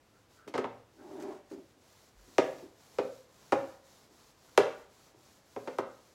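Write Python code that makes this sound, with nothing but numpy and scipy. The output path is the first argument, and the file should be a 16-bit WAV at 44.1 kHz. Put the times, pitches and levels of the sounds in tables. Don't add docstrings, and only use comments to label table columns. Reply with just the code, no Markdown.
import sys
import numpy as np
from scipy import signal
from scipy.fft import rfft, irfft
from scipy.io import wavfile

SR = 44100
rng = np.random.default_rng(int(sys.argv[2]) if len(sys.argv) > 2 else 0)


def dump_mix(stems):
    frames = np.atleast_2d(stems).T
    limited = np.clip(frames, -1, 1)
    pcm = np.round(limited * 32767).astype(np.int16)
    wavfile.write(sys.argv[1], SR, pcm)


N = 271082
TIME = np.arange(N) / SR


def from_db(db):
    return 10 ** (np.asarray(db) / 20)


def rms_one(x):
    return x / np.sqrt(np.mean(x ** 2) + 1e-20)


def attack_one(x):
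    return x / np.sqrt(np.mean(x[:SR // 50] ** 2))


def add(track, start_s, sound):
    at = max(round(start_s * SR), 0)
    track[at:at + len(sound)] += sound[:N - at]


def drift(turns_per_s):
    knots = rng.standard_normal(4096)
    return np.interp(TIME * turns_per_s, np.arange(len(knots)), knots)


def butter(x, hz, kind, order=2):
    return signal.sosfilt(signal.butter(order, hz, kind, fs=SR, output="sos"), x + 1e-18)


def resonance(x, hz, width_hz):
    radius = np.exp(-np.pi * width_hz / SR)
    feedback = [1, -2 * radius * np.cos(2 * np.pi * hz / SR), radius ** 2]
    return signal.lfilter((1 - radius ** 2) / 2 * np.array([1, 0, -1]), feedback, x)


def colour(x, spectrum, size=4096):
    points_hz, points_db = np.transpose(spectrum)
    hz = np.maximum(np.fft.rfftfreq(size, 1 / SR), 1)
    gain = from_db(np.interp(np.log(hz), np.log(points_hz), points_db))
    cepstrum = irfft(np.log(gain))
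    cepstrum[1:size // 2] *= 2
    cepstrum[size // 2 + 1:] = 0
    return signal.fftconvolve(x, irfft(np.exp(rfft(cepstrum))))[:len(x)]


# frequency in Hz, relative level in dB.
AIR_SPECTRUM = [(20, -5), (50, -0.5), (100, 4.5), (170, -2), (300, -0.5), (500, -1.5), (800, -6.5),
                (2000, -12.5), (6000, -20), (16000, -31.5)]
def room_air(db=-66.5):
    return from_db(db) * rms_one(colour(rng.standard_normal(N), AIR_SPECTRUM))


# frequency in Hz, gain in dB.
WALL_SPECTRUM = [(110, -4), (190, 3.5), (270, -4), (390, -7), (520, 3), (650, -1), (900, -4.5),
                 (1400, -0.5), (4000, -2.5), (14000, -10)]
def room(x, wet_db, t60_s=0.53, gap_s=0.0042, build_s=0.0062, air_hz=8000, bass_hz=110):
    t = TIME[:2 ** 15]
    hz = np.fft.rfftfreq(len(t), 1 / SR)
    white = rfft(rng.standard_normal(len(t)))
    centres = np.geomspace(70, 16000, 16)
    nearest_band = np.round(np.interp(np.log(hz + 1), np.log(centres), np.arange(len(centres))))
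    onset = 1 - np.exp(-np.maximum(t - gap_s, 0) / build_s)
    tail = np.zeros(len(t))
    for k, centre in enumerate(centres):
        band = nearest_band == k
        t60 = t60_s / (1 + .5 * centre / air_hz + .5 * bass_hz / centre)
        ring = irfft(white * band) * onset * from_db(-60 * t / t60)
        tail += rms_one(ring) * np.sqrt(band.mean() / len(t))
    return x + from_db(wet_db) * signal.fftconvolve(x, colour(tail, WALL_SPECTRUM))[:len(x)]


def footstep(start_s=2.15, db=-56, hz=46, rise_s=.035):
    t = np.maximum(TIME - start_s, 0)
    return from_db(db) * t / rise_s * np.exp(1 - t / rise_s) * np.sin(2 * np.pi * hz * t)


def bending_wave(t, travel_s):
    hz = np.fft.rfftfreq(2 * len(t), 1 / SR)
    cycles = travel_s * (2 * np.sqrt(1000 * hz) - hz * np.sqrt(1000 / (SR / 2)))
    return irfft(np.exp(-2j * np.pi * cycles))[:len(t)]


# frequency in Hz, relative level in dB, seconds to fall 60 dB.
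BOARD_MODES = [(116, -18, 0.59), (150, -23, 0.34), (259.7, -10, 0.36), (307, -15, .07), (411, 10.5, .1),
               (483, -24.5, 0.17), (541, -12.5, 0.27), (547.6, -9.5, 0.22), (590, -10, .08),
               (780, -13.5, 0.22), (923, -3.5, 0.023), (995, -14, 0.022), (1230, -3.5, 0.029),
               (1463, -23, 0.092), (2080, -17.5, 0.045)]
# frequency in Hz, relative level in dB.
BLOW_SPECTRUM = [(60, -41), (120, -28), (190, -20), (280, -1.5), (420, 2.5), (900, -8), (1500, -17.5),
                 (2400, -22), (3800, -28.5), (6200, -32), (9000, -39.5), (16000, -48.5)]
def board_blow(t, rattle_db, travel_s=.0036, echo_s=.008, echo_db=-4, rattle_t60=0.085, modes_db=-3.5):
    direct = bending_wave(t, travel_s)
    echo = from_db(echo_db) * bending_wave(t, echo_s * (.5 + rng.random()))
    rattle = rng.standard_normal(len(t)) * from_db(-60 * t / rattle_t60) * (1 - np.exp(-t / travel_s))
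    strike = rms_one(direct + echo) + from_db(rattle_db) * rms_one(rattle)
    strike = rms_one(colour(strike, BLOW_SPECTRUM))
    modes = np.zeros(len(t))
    for hz, db, t60 in BOARD_MODES:
        struck_db = db + 3 * rng.standard_normal()
        modes += from_db(struck_db - 60 * t / t60) * np.sin(2 * np.pi * hz * t)
    ring = rms_one(signal.fftconvolve(modes, direct)[:len(t)])
    return butter(strike + from_db(modes_db) * ring, 106, "high", order=4)


def frame_tick(t, rise_s=0.00097, low_hz=4500, high_hz=8000):
    crush = rng.standard_normal(len(t)) * t / rise_s * np.exp(1 - t / rise_s)
    return butter(butter(crush, low_hz, "high"), high_hz, "low", order=1)


# start in seconds, level in dB, gains of boom, clack, crack and
# rattle in dB, favoured pitch in Hz, contact cut-off in Hz.
WALL_KNOCKS = [(.476, -47.5, 11.5, 8, 18, 12, 262, 16000), (.539, -35.5, 10, 7, 10, 7.5, 248, 6000),
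               (.551, -34.5, 4, 6.5, 6.5, 14, 535, 6500), (.578, -28.5, 1.5, 2, 2, 3, 352, 9500),
               (0.642, -34.5, 7.5, 8, 5, 1.5, 955, 4050), (2.3819, -18.5, -5.5, -1, 2.5, -0.5, 910, 8000),
               (2.985, -26, 0.5, 1, 3, 5, 514, 6000), (3.521, -21.5, 2, 8.5, 2, 6, 555, 9500),
               (4.5758, -16, -9, 2.5, 6, -4, 422, 12200), (5.562, -36.5, 6, 2.5, -3, 0.5, 423, 3900),
               (5.673, -36, -3, 2.5, 1, 15, 470, 6630), (5.785, -28.5, 2, 6.5, 1.5, 2.5, 1050, 14000)]
def knocks(favour_db=-2, favour_q=5, tick_db=-12):
    out, t = np.zeros(N), TIME[:2 ** 14]
    for start_s, db, boom, clack, crack, rattle, hz, contact_hz in WALL_KNOCKS:
        spectrum = [(90, boom - 4), (195, boom / 2 - 1), (265, boom), (380, 0), (560, 0),
                    (900, clack), (1250, clack), (2000, (clack + crack) / 2), (5000, crack - 1)]
        thump = colour(board_blow(t, rattle), spectrum)
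        favoured = from_db(favour_db) * resonance(thump, hz, hz / favour_q)
        blow = attack_one(thump + favoured) + from_db(tick_db) * frame_tick(t)
        blow = from_db(db) * butter(blow, contact_hz, "low")
        add(out, start_s, room(np.pad(blow, (0, len(t))), wet_db=-5))
    return out


# frequency in Hz, relative level in dB.
GROAN_SPECTRUM = [(80, -33.5), (180, -11), (300, 7), (400, 7), (480, -17), (620, -2.5), (690, -13.5),
                  (790, -8), (1200, -21), (2200, -29), (5000, -42), (16000, -56.5)]
# start in seconds, relative level in dB, cut-off in Hz, build-up in seconds.
HAND_BUMPS = [(0.466, -46, 300, 0.0035), (1.509, -39.5, 600, 0.0081), (1.575, -48.5, 425, 0.0038),
              (1.751, -62.5, 300, 0.0047), (2.27, -57.5, 300, 0.011), (2.624, -43.5, 195, 0.0014),
              (4.089, -64, 500, 0.0044), (5.142, -56, 3000, 0.00088)]
def bumps(rub_t60=0.23, body_db=-2, trim_db=-4):
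    out, t = np.zeros(N), TIME[:SR // 2]
    for start_s, db, cutoff_hz, build_s in HAND_BUMPS:
        press = 1 - np.exp(-t / build_s)
        rub = colour(rng.standard_normal(len(t)) * press * from_db(-60 * t / rub_t60), GROAN_SPECTRUM)
        body = from_db(body_db) * attack_one(board_blow(t, rattle_db=7.5) * press)
        bump = butter(attack_one(rub) + body, cutoff_hz, "low", order=1)
        add(out, start_s, from_db(db + trim_db) * attack_one(bump))
    return out


def judder_level(t, start_s=1.0, end_s=1.296, peak_db=-43):
    attack_db = 302 * np.maximum(start_s - t, 0)
    swell_db = 39 * np.maximum(end_s - t, 0)
    release_db = 234 * np.maximum(t - end_s, 0)
    return from_db(peak_db - attack_db - swell_db - release_db)


def judder(slips_per_s=110, uneven=0.38, slip_db=1.0, slip_hz=700, drag_db=-3, rasp_db=-4, lag_s=0.021):
    slip_count = np.floor(np.cumsum(slips_per_s * np.exp(uneven * drift(120))) / SR)
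    slips = np.diff(slip_count, prepend=0) * from_db(slip_db * rng.standard_normal(N))
    drumming = rms_one(colour(butter(slips, slip_hz, "low"), GROAN_SPECTRUM))
    drag = rms_one(colour(rng.standard_normal(N), GROAN_SPECTRUM))
    panel = drumming + from_db(drag_db) * drag
    groan = rms_one(butter(panel, [120, 520], "band", order=4)) * judder_level(TIME)
    rasp = rms_one(butter(panel, 646, "high", order=4)) * judder_level(TIME - lag_s)
    return groan + from_db(rasp_db) * rasp


# middle in seconds, half length in seconds, level in dB.
FELT_SQUEAKS = [(0.163, .03, -72), (0.386, 0.018, -62.5), (.439, 0.047, -65.5), (1.001, .018, -63),
                (2.2, 0.011, -67.5), (4.49, 0.012, -66)]
def squeaks(hz=1390, width_hz=320):
    out, t = np.zeros(N), TIME[:SR // 5]
    for middle_s, half_s, db in FELT_SQUEAKS:
        tone = resonance(rng.standard_normal(len(t)), hz, width_hz)
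        tone = rms_one(resonance(tone, hz, width_hz))
        swell = np.exp(-((t - t.mean()) / half_s) ** 2)
        add(out, middle_s - t.mean(), from_db(db) * tone * swell)
    return out


# frequency in Hz, relative level in dB.
GRIT_SPECTRUM = [(500, 9), (1500, 15.5), (3500, 5.5), (6500, 8), (9000, 0.5), (15500, -6)]
# start in seconds, length in seconds, level in dB.
RIM_SCRAPES = [(1.191, 0.055, -56.5), (1.27, 0.13, -66.5), (1.496, 0.059, -61), (2.442, 0.0046, -52)]
def scrapes(grain_db=4, grains_per_s=1500):
    level = np.zeros(N)
    for start_s, length_s, db in RIM_SCRAPES:
        progress = np.clip((TIME - start_s) / length_s, 0, 1)
        level += from_db(db) * np.sqrt(np.abs(np.sin(np.pi * progress)))
    grains = np.interp(TIME * grains_per_s, np.arange(N), rng.standard_normal(N))
    grit = rng.standard_normal(N) * from_db(grain_db * grains)
    return level * rms_one(colour(grit, GRIT_SPECTRUM))


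# frequency in Hz, relative level in dB.
FELT_SPECTRUM = [(60, -3), (110, 8.5), (250, 4), (550, 4), (1000, 5.5), (1700, -1.5), (2700, -3.5),
                 (4000, 0.5), (6000, 1), (7700, -0.5), (8400, -7.5), (11000, -6), (16000, -12)]
# start in seconds, relative level in dB.
ARM_STROKES = [(.0, -74.5), (.28, -64), (.44, -78), (.85, -65.5), (1.43, -71.5), (1.76, -64.5),
               (2.129, -60), (2.73, -62.5), (3.28, -61), (3.82, -62.5), (4.09, -63), (4.34, -63),
               (4.88, -64), (5.141, -64.5), (5.42, -62.5), (5.84, -66.5)]
def wiping(stop_s=6.19, turn_speed=0.28, briskness=1.88, pressure_db=.7, fibre_db=1.25, panel_db=3.5):
    starts, level_db = np.transpose(ARM_STROKES)
    progress = np.interp(TIME, np.append(starts, stop_s), np.arange(len(starts) + 1))
    speed = np.hypot(turn_speed, np.tanh(briskness * np.sin(np.pi * progress)))
    stroke_db = np.interp(progress, np.arange(len(starts)) + .5, level_db)
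    pressure = from_db(stroke_db + pressure_db * drift(20))
    friction = rng.standard_normal(N) * from_db(fibre_db * drift(660))
    fibres = rms_one(colour(friction, FELT_SPECTRUM))
    panel = butter(fibres, 1600, "low", order=1)
    rocking = from_db(panel_db * drift(51)) - 1
    return speed * pressure * (fibres + panel * rocking)


def scene():
    air = room_air()
    board = knocks() + room(bumps() + judder() + squeaks(), wet_db=-6)
    pad = room(from_db(-1) * wiping() + scrapes(), wet_db=-4)
    return (air + footstep() + board + pad)[None]


def record(dry, bass_hz=34, top_hz=16000):
    thin = butter(dry, bass_hz, "high")
    return signal.sosfilt(signal.ellip(10, .1, 70, top_hz, fs=SR, output="sos"), thin)


dry = scene()
out = record(dry)
dump_mix(out)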